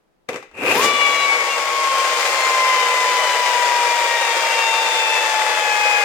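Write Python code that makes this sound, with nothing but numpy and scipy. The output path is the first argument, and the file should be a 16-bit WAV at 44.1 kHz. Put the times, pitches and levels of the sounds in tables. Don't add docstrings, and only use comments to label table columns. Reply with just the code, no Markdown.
import sys
import numpy as np
from scipy import signal
from scipy.fft import rfft, irfft, next_fast_len
from scipy.io import wavfile
from scipy.ndimage import map_coordinates

SR = 44100
rng = np.random.default_rng(int(sys.argv[2]) if len(sys.argv) > 2 else 0)


def materialize(psi):
    bounded = np.clip(np.atleast_2d(psi).T, -1, 1)
    quanta = np.round(bounded * 32767).astype(np.int16)
    wavfile.write(sys.argv[1], SR, quanta)


N = 266364

# (frequency [Hz], level [dB])
ROOM_TONE_COLOUR = [(15, -36), (25, -10), (109, -29), (146, -18), (529, -19), (5010, -41), (15000, -50)]
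# (frequency [Hz], t60 [s])
ROOM_DECAY = [(200, 0.07), (2000, 0.52), (12000, 0.29)]
# (frequency [Hz], likeness [0-1])
MIC_LIKENESS = [(60, 1), (200, 1), (550, 1), (1300, 0.65), (2000, 0.056), (3300, 0)]
# (frequency [Hz], left minus right [dB])
MIC_BALANCE = [(500, 0.5), (850, 3.5), (1200, 3.5), (1750, 10), (2700, 6.5), (4200, 7), (5600, 9.5),
               (6400, -1), (7600, -5.5), (10000, -4), (15000, 0)]
# (start [s], attack [s], hold [s], release t60 [s], level [dB])
ROLL_STROKES = [(.28, 0.0098, 0.062, 0.34, -35), (.52, .12, 0.22, 0.32, -25), (.85, 0.066, .2, 3.6, -38.5)]
# (start [s], attack [s], hold [s], release t60 [s], level [dB])
RUB_STROKES = [(.28, 0.0086, 0.081, 0.31, -42), (.51, .2, .018, 0.061, -16)]
# (start [s], attack [s], hold [s], release t60 [s], level [dB])
SCUFF_STROKES = [(.54, .26, .012, 0.2, -30.5)]
# (frequency [Hz], level [dB])
WOOD_COLOUR = [(40, -35), (100, -11.5), (160, -12), (230, -6), (480, 5.5), (620, -5.5), (900, -26),
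               (2500, -54)]
# (frequency [Hz], level [dB])
AXLE_COLOUR = [(200, -42), (450, -12), (700, -9.5), (1900, -10.5), (2200, -9), (2450, 4.5), (2780, -3),
               (3100, -23), (5000, -27.5), (8000, -25), (16000, -43)]
# (frequency [Hz], level [dB])
TYRE_COLOUR = [(4000, -30), (8500, -20), (11000, -4), (13000, -8), (16000, -15)]
# (time [s], level [dB], thud trim [dB])
AXLE_KNOCKS = [(0.2883, -12.5, 1), (0.291, -17, -19), (0.331, -21, -2), (0.3428, -20, -5),
               (0.3589, -16, -8), (0.4269, -28.5, -20), (0.5132, -40, -2), (0.754, -11, -1),
               (0.765, -20, 7.5)]
# (frequency [Hz], level [dB])
TIN_COLOUR = [(60.0, -65), (130.0, -33.5), (250.0, -22.5), (440.0, -6.5), (750.0, 0.9), (1400.0, 2.5),
              (2300.0, -5), (3000.0, -6), (4300.0, -11), (7300.0, -11.5), (10000.0, -22), (15500.0, -29)]
# (frequency [Hz], width [Hz], boost [dB])
BODY_RESONANCES = [(348.8, 27.6, 10.5), (475.8, 33.4, 12), (584, 123, 8.5), (808, 31, 5.5), (1140, 29, 3.5),
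                   (1617, 33, 6.5), (2037, 225, 9.5), (2385, 214, 9.5), (2630, 150, 6.5), (3600, 110, 4.5),
                   (5025, 21, 1)]
# (middle [s], length [s], treble gain [dB], whine gain [dB])
GEAR_GRINDS = [(0.849, .045, 7, 2), (2.247, 0.14, 2, -1.5)]
# (middle [s], length [s], lower tone [dB], upper tone [dB])
GEAR_BOUNCES = [(0.965, 0.26, -27, -42), (1.198, 0.13, -27.5, -33), (1.53, 0.075, -29, -45),
                (3.967, 0.52, -30.5, -41), (4.47, .32, -29.5, -34), (5.98, 0.71, -34, -50)]
# (frequency [Hz], width [Hz], level [dB], left minus right [dB])
PANEL_RESONANCES = [(530, 290, -21, 0), (839, 57, -25.5, 3.5), (867, 9.1, -24, 4), (901, 53, -27.5, 2),
                    (967, 49, -22, 5), (1005.6, 25, -25, 1), (1033, 32, -22.5, 0), (1082, 29, -24.5, 3.5),
                    (1153, 92, -28.5, 7), (1664, 40, -22.5, 7), (1698, 36, -25, 7), (1754, 49, -33, 16),
                    (1878, 30, -25, 8), (2023, 240, -30, 11), (2243, 29, -23, 9), (2290, 79, -23.5, 11.5),
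                    (2504, 92, -21, 10), (2653, 62, -22, 4), (2730, 57, -23.5, 7.5), (2987, 40, -29.5, 9),
                    (3093, 70, -33, 2), (3438, 84, -34.5, 7), (3573, 120, -32, 18.5), (3640, 70, -34.5, 10),
                    (3740, 30, -39, 20), (3975, 38, -41, 16), (4195, 36, -40, 8)]
# (order [cycles per flywheel turn], level [dB], roughness [0-1])
PINION_TONES = [(8, 3.5, 0.05), (16, 0.5, 0.28), (24, 0.5, 0.13), (32, 1, 0.06), (7, -18, 0),
                (28, -16, 0.36), (29, -16, 0.8)]

TEETH, COAST_MESH_HZ = 8, 1152.7
LEFT_LEAD_S = 3e-5


def amp(db):
    return 10 ** (np.asarray(db) / 20)


def unit(x):
    return x / np.sqrt(np.mean(x ** 2) + 1e-20)


def along(points, hz):
    freqs, values = np.transpose(points)
    return np.interp(np.log(hz + 1), np.log(freqs + 1), values)


def pan(db):
    return amp(np.outer([.5, -.5], db))


def wobble(rate):
    return map_coordinates(rng.standard_normal(int(N * rate / SR) + 4), [np.arange(N) * rate / SR])


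def strokes(rows):
    t = np.arange(N) / SR
    gain = np.zeros(N)
    for start, attack, hold, t60, db in rows:
        swell = np.clip((t - start) / attack, 0, 1) ** 2
        gain += swell * amp(db - 60 * np.maximum(t - start - attack - hold, 0) / t60)
    return gain


def bout(middle, length):
    return np.exp(-(2 * (np.arange(N) / SR - middle) / length) ** 4 / 2)


def filtered(x, gain):
    size = 2 * next_fast_len(x.shape[-1] // 2 + 4096)
    cepstrum = irfft(np.log(np.maximum(gain(np.fft.rfftfreq(size, 1 / SR)), 1e-6)), size)
    cepstrum[..., 1:size // 2] *= 2
    cepstrum[..., size // 2 + 1:] = 0
    return irfft(rfft(x, size) * np.exp(rfft(cepstrum)), size)[..., :x.shape[-1]]


def at_mics(pair, colour):
    size = next_fast_len(N + 4096, True)
    hz = np.fft.rfftfreq(size, 1 / SR)
    spread = np.arccos(np.clip(along(MIC_LIKENESS, hz), -1, 1)) / 2
    mid, side = rfft(pair, size) * [np.cos(spread), np.sin(spread)]
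    balance = pan(along(MIC_BALANCE, hz))
    spectra = np.array([mid + side, mid - side]) * balance / np.hypot(*balance)
    return filtered(irfft(spectra, size)[:, :N], colour)


def room_tone():
    return unit(filtered(rng.standard_normal((2, N)), lambda hz: amp(along(ROOM_TONE_COLOUR, hz))))


def reverb(x):
    hz, t, spectra = signal.stft(rng.standard_normal((2, SR // 3)), SR, nperseg=256)
    decay = amp(-60 * t / along(ROOM_DECAY, hz)[:, None])
    tail = signal.istft(spectra * decay, SR, nperseg=256)[1]
    return signal.fftconvolve(x, tail / np.linalg.norm(tail[0]), axes=1)[:, :N]


def wood(hz):
    return amp(along(WOOD_COLOUR, hz))


def tin(hz):
    boost_db = sum(db / (1 + (2 * (hz - centre) / width) ** 2) for centre, width, db in BODY_RESONANCES)
    return amp(along(TIN_COLOUR, hz) + boost_db)


def contact(crack_t60, ring_t60, ring_db):
    t = np.arange(SR // 5) / SR
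    return rng.standard_normal((2, len(t))) * (amp(-60 * t / crack_t60) + amp(ring_db - 60 * t / ring_t60))


def rolling():
    bumps, slips = amp(1.8 * np.tanh(wobble(90))), amp(2.7 * np.tanh(wobble(250)))
    rumble = unit(at_mics(rng.standard_normal((2, N)) * bumps, wood))
    rub = unit(at_mics(rng.standard_normal((2, N)) * slips, lambda hz: amp(along(AXLE_COLOUR, hz))))
    grain = rng.standard_normal((2, N)) * amp(2.3 * wobble(550))
    scuff = unit(filtered(grain, lambda hz: amp(along(TYRE_COLOUR, hz))))
    return strokes(ROLL_STROKES) * rumble + strokes(RUB_STROKES) * rub + strokes(SCUFF_STROKES) * scuff


def knocks():
    clacks, thuds = np.zeros((2, 2, N + SR))
    for time, db, thud_trim_db in AXLE_KNOCKS:
        start = round(time * SR)
        clack = contact(crack_t60=0.013, ring_t60=0.12, ring_db=-3.0)
        thud = contact(crack_t60=0.046, ring_t60=0.071, ring_db=-23)
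        clacks[:, start:start + clack.shape[1]] += amp(db) * clack
        thuds[:, start:start + thud.shape[1]] += amp(db + thud_trim_db + 11.5) * thud
    return at_mics(clacks[:, :N], tin) + at_mics(thuds[:, :N], wood)


def whirr(turns, uneven_db=5, spacing_error=0.073, highpass_hz=2700):
    tooth = np.arange(1, int(turns[-1] * TEETH) - 1)
    size, offset = rng.standard_normal((2, TEETH))[:, tooth % TEETH]
    force = amp(uneven_db * size)
    at = np.interp(tooth + spacing_error * offset, turns * TEETH, np.arange(N))
    whole, part = at.astype(int), at % 1
    blows = np.bincount(whole, force * (1 - part), N) + np.bincount(whole + 1, force * part, N)
    ring = contact(crack_t60=0.00057, ring_t60=0.059, ring_db=20.5)
    comb = signal.oaconvolve(blows[None], ring, axes=1)[:, :N]
    return unit(filtered(comb, lambda hz: 1 / np.sqrt(1 + (highpass_hz / (hz + 1)) ** 6)))


def rattle(turns, scatter_teeth=.22, size_db=3.5, eccentric_db=1.0, idler_db=0.44, spots=6):
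    tooth = np.arange(1, int(turns[-1] * TEETH) - 1)
    late, size, spot_draw = rng.standard_normal((len(tooth), 3)).T
    at = np.interp(tooth + scatter_teeth * late, turns * TEETH, np.arange(N)).astype(int)
    angle = 2 * np.pi * tooth / TEETH
    swing_db = eccentric_db * np.sin(angle) + idler_db * np.sin(angle / 9)
    force = amp(size_db * np.minimum(size, 2) + swing_db)
    spot = np.argsort(spot_draw) % spots
    hits = np.zeros((2, N))
    for k in range(spots):
        blows = np.bincount(at, force * (spot == k) * np.sign(late), N)
        ring = contact(crack_t60=0.0018, ring_t60=0.074, ring_db=-12.5)
        hits += signal.oaconvolve(blows[None], ring, axes=1)[:, :N]
    return unit(hits)


def clatter_gain(mesh_hz, load, db, load_db, knee_hz, steepness, loose_db=3, loose_hz=1081, width_hz=3.4):
    loose = (1 - load) * (1 + np.tanh((loose_hz - mesh_hz) / width_hz / 2)) / 2
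    drive = (mesh_hz / knee_hz) ** steepness
    return amp(db + load_db * load + loose_db * loose) * np.sqrt(drive / (1 + drive))


def clatter(mesh_hz, load, turns, whirr_db=-6, split_hz=3900):
    gears = at_mics(rattle(turns) + amp(whirr_db) * whirr(turns), tin)
    body = unit(filtered(gears, lambda hz: 1 / np.sqrt(1 + (hz / split_hz) ** 10)))
    treble = unit(filtered(gears, lambda hz: 1 / np.sqrt(1 + (split_hz / (hz + 1)) ** 10)))
    body *= clatter_gain(mesh_hz, load, db=-24.5, load_db=3.5, knee_hz=330, steepness=3.5)
    treble *= clatter_gain(mesh_hz, load, db=-31.5, load_db=2.5, knee_hz=520, steepness=6)
    grind_db = sum(db * bout(middle, length) for middle, length, db, _ in GEAR_GRINDS)
    return body + amp(grind_db) * treble


def tone(cycles, rough, lead_rad, flutter_rate=70):
    phase = 2 * np.pi * cycles + rough * wobble(flutter_rate) + np.outer([.5, -.5], lead_rad)
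    return unit((1 + rough * wobble(flutter_rate)) * np.cos(phase))


def bouncing(turns, rough=.3, left_db=5):
    lower, upper = (tone(ratio * TEETH * turns, rough, wobble(3)) for ratio in (2.5, 3.5))
    song = sum(bout(middle, length) * (amp(lower_db) * lower + amp(upper_db) * upper)
               for middle, length, lower_db, upper_db in GEAR_BOUNCES)
    return song * pan(left_db)


def panels(hz, floor_db=-63):
    grid = np.arange(0, SR / 4, 2)
    power = (amp(floor_db) * pan(3)) ** 2
    for centre, width, db, left_db in PANEL_RESONANCES:
        peak = amp(db) * pan(left_db) / (1 + (2 * (grid - centre) / width) ** 2)
        power = power + peak ** 2
    return np.array([np.interp(hz, grid, np.sqrt(side)) for side in power])


def whine(mesh_hz, load, turns, gain_db=1, overtone_load_db=-11, flare_db=1.2, growth=0.97):
    tones = np.zeros((2, N))
    for order, db, rough in PINION_TONES:
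        hz = order * mesh_hz / TEETH
        if order < 2 * TEETH:
            lead_rad = 2 * np.pi * hz * LEFT_LEAD_S
        else:
            lead_rad = 2.0 * wobble(3)
            db = db + overtone_load_db * load + flare_db * wobble(24)
        tones += amp(db) * panels(hz) * tone(order * turns, rough, lead_rad)
    grind_db = sum(db * bout(middle, length) for middle, length, _, db in GEAR_GRINDS)
    return tones * amp(gain_db + grind_db) * (mesh_hz / COAST_MESH_HZ) ** growth


def flywheel(lift_s=.86, swing_s=.19, unload_s=0.01, sag_hz_per_s=67.9, easing_hz_per_s2=2.1):
    t = np.arange(N) / SR - lift_s
    before, after = np.minimum(t, 0), np.maximum(t, 0)
    spin_up = np.exp(-(before / swing_s) ** 2) * (t > -2 * swing_s)
    coast_hz = COAST_MESH_HZ - sag_hz_per_s * after + easing_hz_per_s2 * after ** 2 / 2
    overshoot_hz = 6 * np.exp(-after / .22)
    load = (1 - np.tanh(t / unload_s)) / 2
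    return (coast_hz + overshoot_hz) * spin_up, load


def scene():
    mesh_hz, load = flywheel()
    turns = np.cumsum(mesh_hz) / SR / TEETH
    noises = clatter(mesh_hz, load, turns) + rolling() + knocks()
    background = amp(-65) * room_tone()
    tones = whine(mesh_hz, load, turns) + bouncing(turns)
    return background + amp(-9) * reverb(noises) + noises + tones


def record(dry, top_hz=15850):
    size = next_fast_len(N + SR // 2)
    passband = np.fft.rfftfreq(size, 1 / SR) < top_hz
    return irfft(rfft(dry, size) * passband, size)[:, :N]


dry = scene()
out = record(dry)
materialize(out)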